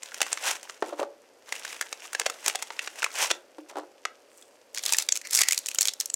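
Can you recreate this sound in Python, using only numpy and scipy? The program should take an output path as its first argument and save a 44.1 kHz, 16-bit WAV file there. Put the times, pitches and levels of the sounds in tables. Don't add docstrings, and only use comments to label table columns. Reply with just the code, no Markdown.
import sys
import numpy as np
from scipy import signal
from scipy.fft import rfft, irfft
from scipy.io import wavfile
from scipy.ndimage import uniform_filter1d

SR = 44100
rng = np.random.default_rng(int(sys.argv[2]) if len(sys.argv) > 2 else 0)


def wrap_up_sound(samples):
    columns = np.atleast_2d(samples).T
    tamed = np.clip(columns, -1, 1)
    steps = np.round(tamed * 32767).astype(np.int16)
    wavfile.write(sys.argv[1], SR, steps)


N = 271215

CUTOFF_HZ = 16000


def from_db(db):
    return 10 ** (np.asarray(db) / 20)


def rms_one(x):
    return x / np.sqrt(np.mean(x ** 2) + 1e-20)


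def gain_in_time(rows):
    s, db = np.transpose(rows)
    return from_db(np.interp(np.arange(N) / SR, s, db))


def at_hz(points, hz):
    at, value = np.transpose(points)
    return np.interp(np.log(np.maximum(hz, 1)), np.log(at), value)


def causal(db):
    cepstrum = irfft(np.log(from_db(db)))
    half = len(cepstrum) // 2
    cepstrum[1:half] *= 2
    cepstrum[half + 1:] = 0
    return np.exp(rfft(cepstrum))


def coloured(x, colour, size=4096):
    response = irfft(causal(at_hz(colour, np.fft.rfftfreq(size, 1 / SR))))
    return signal.fftconvolve(x, response[:size // 2])[:len(x)]


def resonance(hz, centre_hz, q):
    ratio = np.maximum(hz, 1) / centre_hz
    return 1 / (1 + 1j * q * (ratio - 1 / ratio))


def snaps(events, colour, crack, ring_q, t60_s, size_law, level_db, order=140, size=4096):
    out = np.zeros(N + size)
    t = np.arange(size) / SR
    hz = np.fft.rfftfreq(size, 1 / SR)
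    sheen = hz ** 4 / (hz ** 4 + 7000 ** 4)
    fade = np.clip(2 - 4 * t / t[-1], 0, 1)
    noises = rng.standard_normal((len(events), size))
    for (s, db, ring_hz, ring_db, sheen_db), noise in zip(events, noises):
        t60 = t60_s * (2000 / ring_hz) ** size_law
        flutter = noise * from_db(-60 * (t / max(t60, 1e-3)) ** 1.4)
        force = flutter / np.linalg.norm(flutter)
        force[0] += crack
        push = rfft(force)
        smooth_power = uniform_filter1d(abs(push) ** 2, size=order)
        push *= causal(-10 * np.log10(smooth_power))
        panel = 1 + (from_db(ring_db) - 1) * resonance(hz, ring_hz, ring_q)
        body = causal(at_hz(colour, hz) + sheen_db * sheen)
        snap = fade * irfft(push * panel * body)
        per_5_ms = np.sqrt(SR / 200)
        start = int(s * SR)
        out[start:start + size] += from_db(db + level_db) * snap / np.linalg.norm(snap) * per_5_ms
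    return out[:N]


def faint_leads(events, lead_s, weaker_db):
    return [(s - lead_s * (.5 + early), db + weaker_db, *colour)
            for (s, db, *colour), early in zip(events, rng.random(len(events)))]


def small_snaps(gain, per_s, above_db, spread_db, top_db, low_hz, high_hz, ring_db, sheen_db):
    rows = []
    for when, size, pitch, bright in rng.random((int(per_s * N / SR), 4)):
        db = 20 * np.log10(gain[int(when * N)]) + above_db + spread_db * (2 * size - 1)
        if db > -70:
            ring_hz = low_hz * (high_hz / low_hz) ** pitch
            rows.append((when * N / SR, min(db, top_db), ring_hz, ring_db, sheen_db * (2 * bright - 1)))
    return rows


SWELL_SHARE, STROKE_DEPTH_DB, STROKE_ROUNDNESS = 0.52, 21.5, 1.4
GRIP_S, LET_GO_S = 0.0086, 0.037


def strokes(rows, held=()):
    t = np.arange(N) / SR
    power = np.full(N, 1e-14)
    for s, length, db in rows:
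        away = np.maximum((s - t) / SWELL_SHARE, (t - s) / (1 - SWELL_SHARE)) / length
        near = away < 4
        power[near] += from_db(db - STROKE_DEPTH_DB * away[near] ** STROKE_ROUNDNESS) ** 2
    for start, end, db in held:
        outside = np.clip(np.maximum((start - t) / GRIP_S, (t - end) / LET_GO_S), 0, 20)
        power += (from_db(db) * np.exp(-outside)) ** 2
    return np.sqrt(power)


def uneven(gain, per_s, depth_db):
    knots = rng.standard_normal(int(per_s * N / SR) + 2)
    waver = np.interp(np.arange(N) * per_s / SR, np.arange(len(knots)), knots)
    return gain * from_db(depth_db * waver)


def rubbing(gain, colour, per_s, spread_db, ring_q, hiss, crowding=.5, count=18):
    busy = np.maximum(gain / gain.max(), .02) ** crowding
    sizes = from_db(spread_db * np.minimum(rng.exponential(1, N), 3.5)) * rng.choice([-1, 1], N)
    happens = rng.random(N) < per_s * busy / SR
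    slips = sizes * happens / np.sqrt(busy)
    facet = rng.integers(0, count, N)
    grains = np.zeros(N)
    for k, hz in enumerate(np.geomspace(500, 14000, count)):
        b, a = signal.iirpeak(hz, ring_q, fs=SR)
        grains += signal.lfilter(b, a, slips * (facet == k) + 1e-18)
    smooth = rms_one(coloured(rng.standard_normal(N), colour))
    friction = rms_one(coloured(grains, colour)) + hiss * smooth
    return gain * rms_one(friction)


# (frequency [Hz], relative level per Hz [dB])
AIR_COLOUR = [(24, -79), (40, -31), (91, -18), (167, -37), (220, -11), (467, -2.5), (570, 0), (680, -7.5),
              (1070, -13.5), (2100, -18.5), (2570, -17.5), (3930, -24), (4680, -19.5), (14500, -34),
              (16000, -53)]
AIR_DB = -58.5
HUM_HZ, HUM_DB = 124, -88


def background():
    air = from_db(AIR_DB) * rms_one(coloured(rng.standard_normal(N), AIR_COLOUR))
    hum = rms_one(np.sin(2 * np.pi * HUM_HZ * np.arange(N) / SR))
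    return air + from_db(HUM_DB) * hum


# (frequency [Hz], relative level per Hz [dB])
SCRAPE_COLOUR = [(59, -127), (100, -44), (513, -3), (1030, -1), (1250, -6.5), (1550, -1), (2220, -2.5),
                 (2690, -0.5), (4470, -9), (5770, -3), (8280, -7.5), (15000, -20), (16000, -23)]


def glove_ticks():
    ticks = rubbing(np.ones(N), SCRAPE_COLOUR, per_s=220, spread_db=4.0, ring_q=1.5, hiss=.2)
    return from_db(-68) * ticks


# (time [s], level over 5 ms [dB], ring [Hz], ring gain [dB], treble sheen [dB])
TRAY_SNAPS = [(0.0325, -33, 7300, 9.5, 3), (0.1192, -39, 1470, 20.5, -2), (0.1439, -33.5, 5550, 5, 6),
              (0.2056, -26, 770, 10, -10), (0.2165, -16, 2590, 6, 4.5), (0.2289, -25.5, 2320, 6, 1),
              (0.2654, -34, 1390, 11, -3), (0.3186, -33, 600, 4, 1), (0.3288, -20, 8150, 16, -5),
              (0.3743, -30, 1650, 11, -7), (0.5114, -23.5, 930, 9, 7.5), (0.6301, -39, 6660, 4, 5),
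              (0.697, -33.5, 1200, 9.5, -4.5), (1.5244, -24, 1950, 8, -1), (1.5539, -36.5, 2650, 14, 9),
              (1.6499, -29.5, 1640, 10.5, 1), (1.8119, -22.5, 1530, 12.5, 6.5),
              (1.8241, -31.5, 1810, 11, -2), (1.9278, -28, 4870, 2.5, -2.5), (2.1316, -30.5, 1520, 12, 11),
              (2.1495, -22.5, 1670, 9.5, -4), (2.1977, -20.5, 7000, 1.5, 3.5), (2.2084, -34, 453, 20, -7),
              (2.2157, -28, 1880, 7, -12), (2.2586, -31, 2950, 16, -2), (2.2632, -18, 700, 11, -4),
              (2.2991, -27, 1390, 8, 3), (2.4621, -21, 6500, 3.5, 2), (2.4808, -16.5, 3860, 2, 9),
              (2.4983, -26, 2740, 6, -8), (2.5498, -28, 750, 17, -15), (2.5563, -24, 3560, 6, 4),
              (2.6245, -26.5, 758, 4, 4.5), (2.7044, -31.5, 950, 12.5, -25), (2.7923, -23.5, 2400, 28, 5.5),
              (2.875, -28.5, 1770, 8, -11), (3.0218, -28.5, 2540, 9, -9), (3.0286, -22, 1350, 20.5, 3),
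              (3.0433, -18, 2400, 14, 5), (3.0632, -28, 1150, 25, -3), (3.3036, -24.5, 2550, 6, -9),
              (3.3095, -22, 350, 10, -9), (3.3132, -18, 3500, 7.5, -1)]
# (frequency [Hz], relative level [dB])
TRAY_COLOUR = [(60, -82), (150, -41.5), (220, -23.5), (400, -5), (700, -3), (1200, -2.5), (2200, 0),
               (4000, -4.5), (6800, -1), (9500, -8), (12000, -17.5), (15000, -22)]
# (peak time [s], length [s], level [dB])
RUB_STROKES = [(0.06, 0.13, -46.5), (0.18, 0.18, -47), (0.31, 0.25, -42), (0.485, 0.17, -25.5),
               (0.89, 0.2, -50.5), (1.0, 0.066, -43), (1.55, 0.22, -44.5), (1.71, 0.31, -41.5),
               (2.048, 0.078, -41), (2.37, 0.14, -50), (2.48, 0.14, -34.5), (2.61, 0.23, -48),
               (2.84, 0.11, -45), (2.99, 0.1, -41), (3.165, 0.097, -33.5), (3.23, 0.15, -23.5),
               (3.7, 0.033, -45.5)]
# (start time [s], end time [s], level [dB])
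TRAY_HELD = [(0.029, 0.742, -54), (1.477, 3.36, -52)]


def tray():
    effort = strokes(RUB_STROKES, TRAY_HELD)
    leads = faint_leads(TRAY_SNAPS, lead_s=.003, weaker_db=-21)
    buckles = snaps(TRAY_SNAPS + leads, TRAY_COLOUR,
                    crack=0.7, ring_q=4.5, t60_s=0.016, size_law=0.27, level_db=0.0)
    scrape = rubbing(uneven(effort, per_s=90, depth_db=1.8), SCRAPE_COLOUR,
                     per_s=9000, spread_db=6.0, ring_q=2.4, hiss=1.0, crowding=0.9)
    lesser = small_snaps(effort, per_s=44, above_db=-1, spread_db=5, top_db=-40.5,
                         low_hz=900, high_hz=5950, ring_db=9, sheen_db=3)
    ticks = snaps(lesser, TRAY_COLOUR, crack=0.45, ring_q=5.3, t60_s=0.016, size_law=0.25, level_db=3.0)
    return buckles + scrape + ticks


# (band centre [Hz], t60 [s], level before the band filter [dB])
ROOM = [(334, 0.39, -9), (900, 0.32, -15), (2580, 0.17, -15.5), (6660, 0.12, -17.5), (13000, 0.22, -23)]


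def room(x, build_up_s, size=22050):
    t = np.arange(size) / SR
    tail = np.zeros(size)
    centres = np.array([row[0] for row in ROOM])
    edges = np.r_[150, np.sqrt(centres[1:] * centres[:-1]), CUTOFF_HZ]
    for (hz, t60, db), low, high in zip(ROOM, edges, edges[1:]):
        build_up = 1 - np.exp(-t / build_up_s)
        echoes = rng.standard_normal(size) * from_db(-60 * t / t60) * build_up
        band = signal.butter(2, [low, high], "band", fs=SR, output="sos")
        tail += from_db(db) * signal.sosfilt(band, echoes / np.linalg.norm(echoes))
    return signal.fftconvolve(x, tail)[:N]


# (time [s], level over 5 ms [dB], ring [Hz], ring gain [dB], treble sheen [dB])
BISCUIT_KNOCKS = [(0.8236, -19, 1780, 9, -3), (0.9257, -28.5, 593, 16, -6), (0.9345, -34, 514, 12, -1),
                  (0.995, -24, 500, 4.6, -8), (1.0141, -23, 570, 23, -6), (1.0301, -24.5, 1090, 4.8, 0),
                  (3.5837, -33.5, 313, 12, 6), (3.7563, -32, 1420, 7.7, -2), (3.7689, -27.5, 830, 11, 8),
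                  (3.7765, -33.5, 900, 5.6, 4), (3.7838, -29, 1000, 9, 10)]
# (frequency [Hz], relative level [dB])
TABLE_COLOUR = [(60, -66), (150, -30), (220, -22.5), (300, 0), (550, 0), (900, -3.5), (1400, -11.5),
                (2200, -23), (4000, -25), (8000, -32.5), (15000, -49)]
# (peak time [s], length [s], level [dB])
BISCUIT_SLIDES = [(0.843, 0.036, -35.5), (0.9, 0.17, -42.5), (1.02, 0.12, -36.5), (3.71, 0.097, -44.5),
                  (3.8, 0.13, -40)]
# (frequency [Hz], t60 [s], relative level [dB])
TABLE_MODES = [(313, 0.34, -30), (574, 0.3, -17.5)]


def biscuits():
    knocks = snaps(BISCUIT_KNOCKS, TABLE_COLOUR,
                   crack=0.53, ring_q=8.2, t60_s=0.02, size_law=0.13, level_db=0.0, order=26)
    slide = rubbing(strokes(BISCUIT_SLIDES), TABLE_COLOUR, per_s=970, spread_db=5.5, ring_q=2.0, hiss=0.7)
    contact = knocks + slide
    t = np.arange(SR // 2) / SR
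    rings = sum(from_db(db - 60 * t / t60) * np.sin(2 * np.pi * hz * t) for hz, t60, db in TABLE_MODES)
    return contact + from_db(-50.0) * signal.fftconvolve(contact, rings)[:N]


# (time [s], level over 5 ms [dB], ring [Hz], ring gain [dB], treble sheen [dB])
SWEET_TAPS = [(4.0528, -25.5, 1980, 9.5, -12.5), (4.0542, -26.5, 1280, 20, -9)]


def sweet_taps():
    return snaps(SWEET_TAPS, TRAY_COLOUR,
                 crack=0.68, ring_q=11.4, t60_s=0.0095, size_law=0.38, level_db=0.5, order=40)


# (time [s], level [dB])
GLOVE_BRUSH = [(4.2, -88), (4.3, -67), (4.39, -56.5), (4.48, -67), (4.6, -74), (4.73, -79)]
# (frequency [Hz], relative level per Hz [dB])
GLOVE_COLOUR = [(200, -32), (1500, -8), (4000, -18), (8000, 1), (11000, -10), (16000, -17)]


def glove_brush():
    return rubbing(gain_in_time(GLOVE_BRUSH), GLOVE_COLOUR, per_s=900, spread_db=5.0, ring_q=2.0, hiss=.7)


# (time [s], level over 5 ms [dB], ring [Hz], ring gain [dB], treble sheen [dB])
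WRAPPER_SNAPS = [(4.424, -49, 3330, 13, -10), (4.7469, -32, 1700, 9, 1), (4.7747, -27, 1820, 8.9, -15.5),
                 (4.7827, -28.5, 5200, 6.1, -4), (4.7922, -33, 1920, 7, -13), (4.8372, -28, 700, 8, -4),
                 (4.854, -28, 750, 8, 0), (4.862, -20.5, 3560, 13.5, 5), (4.8795, -33, 5610, 4, -15),
                 (4.8927, -26, 3650, 6, -18), (4.9237, -17, 900, 13, 2.5), (4.935, -16.5, 2470, 6.3, 0),
                 (4.946, -24, 1760, 18, -11), (4.9684, -28, 5040, 5, 14), (4.9851, -14, 7300, 2.4, -4),
                 (4.9985, -26.5, 1330, 3, -12), (5.0233, -27.5, 3810, 18, 15),
                 (5.0886, -18, 4050, 4.6, -10.5), (5.123, -14.5, 6800, 13.6, -6),
                 (5.1556, -27.5, 2580, 6.6, -1), (5.1634, -28, 2380, 9, 2), (5.1731, -26, 6810, 5.4, -1),
                 (5.2147, -37.5, 1940, 16, -2), (5.2714, -34.5, 1880, 10, 0), (5.3086, -28.5, 2090, 10, 15),
                 (5.3329, -21.5, 5610, 9, 13), (5.3495, -16, 5450, 9, 11), (5.357, -22, 1840, 3, 5),
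                 (5.3736, -18.5, 5100, 16, 2), (5.3896, -19, 2080, 16, 1), (5.4088, -19, 1280, 17, 3),
                 (5.4155, -14, 810, 8.3, 1), (5.4185, -20, 2100, 4, -15), (5.4347, -20.5, 2120, 21, 2),
                 (5.4858, -15, 1960, 9.2, 0), (5.5099, -20, 2110, 16, 5), (5.5225, -17, 7420, 5.4, -2),
                 (5.5304, -21, 2380, 16, 6), (5.5453, -28.5, 2820, 8, 4), (5.5772, -20, 4430, 10, 2),
                 (5.5884, -29, 2710, 7, 15), (5.6602, -27, 8100, 9, -7.5), (5.6677, -30, 5070, 9.9, 5),
                 (5.6864, -24, 2520, 18, 10), (5.7142, -32.5, 2430, 16, -1), (5.7469, -27, 1310, 21, 13),
                 (5.7573, -35, 3010, 16, 1), (5.7866, -15.5, 6960, 8, -10), (5.8095, -15, 7300, 5.6, 4),
                 (5.8165, -22.5, 1650, 8, 18), (5.8192, -23.5, 4430, 12, -2), (5.8288, -21, 5450, 10, 6),
                 (5.8547, -20.5, 3230, 6.8, -2), (5.8734, -22, 2230, 4, 4), (5.8836, -18, 3880, 17.5, -1),
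                 (5.8905, -27.5, 3730, 5, -10), (5.9362, -32.5, 5230, 8, 3), (6.0017, -21, 5160, 22, 20),
                 (6.0092, -23.5, 4000, 6.2, 4), (6.0579, -27, 5550, 7.8, 15), (6.1006, -28, 7900, 19, -15),
                 (6.1411, -19.5, 7400, 12.5, 11)]
# (frequency [Hz], relative level [dB])
WRAPPER_COLOUR = [(60, -74), (150, -65), (220, -35), (400, -19), (800, -16), (1400, -13), (2300, -7.5),
                  (3600, -6), (5200, -2), (7000, 2.5), (9000, -4.5), (12000, -10), (15000, -16.5)]
# (peak time [s], length [s], level [dB])
WRAPPER_SQUEEZES = [(4.762, 0.033, -37.5), (4.895, .2, -33), (5.01, 0.13, -38.5), (5.145, 0.17, -47),
                    (5.345, 0.088, -31), (5.41, 0.073, -30.5), (5.48, .06, -40), (5.545, 0.23, -44),
                    (5.7, 0.21, -47), (5.835, 0.18, -41.5), (6.015, 0.066, -42.5)]
# (start time [s], end time [s], level [dB])
WRAPPER_HELD = [(4.75, 6.15, -61.5)]
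# (frequency [Hz], relative level per Hz [dB])
FOIL_COLOUR = [(60, -60), (150, -64), (300, -14.5), (600, -10.5), (1300, -9), (2300, -7.5), (3300, -5.5),
               (4300, -2.5), (5400, -5), (7000, -5.5), (9000, -6), (12000, -12), (16000, -16)]


def wrapper():
    effort = strokes(WRAPPER_SQUEEZES, WRAPPER_HELD)
    leads = faint_leads(WRAPPER_SNAPS, lead_s=.003, weaker_db=-21)
    main_snaps = snaps(WRAPPER_SNAPS + leads, WRAPPER_COLOUR,
                       crack=0.6, ring_q=6.6, t60_s=.012, size_law=0.19, level_db=-0.5)
    crinkle = rubbing(uneven(effort, per_s=110, depth_db=2.5), FOIL_COLOUR,
                      per_s=3600, spread_db=4.0, ring_q=4.2, hiss=0.48, crowding=.5)
    lesser = small_snaps(effort, per_s=28, above_db=5.5, spread_db=6.5, top_db=-34,
                         low_hz=1700, high_hz=7000, ring_db=14, sheen_db=3)
    ticks = snaps(lesser, WRAPPER_COLOUR, crack=0.53, ring_q=8.9, t60_s=0.015, size_law=.15, level_db=-3.0)
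    return main_snaps + ticks + crinkle


# (time [s], level [dB])
TAUT_LEVEL = [(5.21, -100), (5.25, -39.5), (5.31, -58), (5.35, -47), (5.41, -29.5), (5.45, -38),
              (5.52, -47), (5.57, -56), (5.62, -100)]
# (frequency [Hz], width [Hz], relative level [dB])
TAUT_MODES = [(2090, 230, 5), (2630, 160, -18), (4430, 360, -2), (5200, 600, -3)]


def taut_foil():
    plucks = rng.standard_normal(N) * (rng.random(N) < 900 / SR) + 1e-18
    out = np.zeros(N)
    for hz, width_hz, db in TAUT_MODES:
        b, a = signal.iirpeak(hz, hz / width_hz, fs=SR)
        out += from_db(db) * rms_one(signal.lfilter(b, a, plucks))
    return gain_in_time(TAUT_LEVEL) * rms_one(out)


# (time [s], level [dB])
TEAR_LEVEL = [(5.30, -100), (5.325, -27), (5.345, -31), (5.38, -23), (5.42, -35), (5.44, -51), (5.47, -100)]
# (frequency [Hz], relative level per Hz [dB])
TEAR_COLOUR = [(150, -49), (500, -27), (1500, -12), (3300, -13), (5500, -2), (8000, -2), (12000, -11),
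               (16000, -17)]


def tear():
    return rubbing(gain_in_time(TEAR_LEVEL), TEAR_COLOUR,
                   per_s=2300, spread_db=6.5, ring_q=1.6, hiss=0.34, crowding=0.3)


def scene():
    gloves = glove_ticks() + glove_brush()
    sweet = sweet_taps() + wrapper() + taut_foil() + tear()
    handling = gloves + tray() + biscuits() + sweet
    return (handling + room(handling, build_up_s=0.014) + background())[None]


def record(dry):
    ceiling = .58
    rounded = dry / (1 + (dry / ceiling) ** 6) ** (1 / 6)
    thin = signal.sosfilt(signal.butter(1, 130, "high", fs=SR, output="sos"), rounded)
    return signal.sosfilt(signal.ellip(10, .2, 80, CUTOFF_HZ, fs=SR, output="sos"), thin)


dry = scene()
out = record(dry)
wrap_up_sound(out)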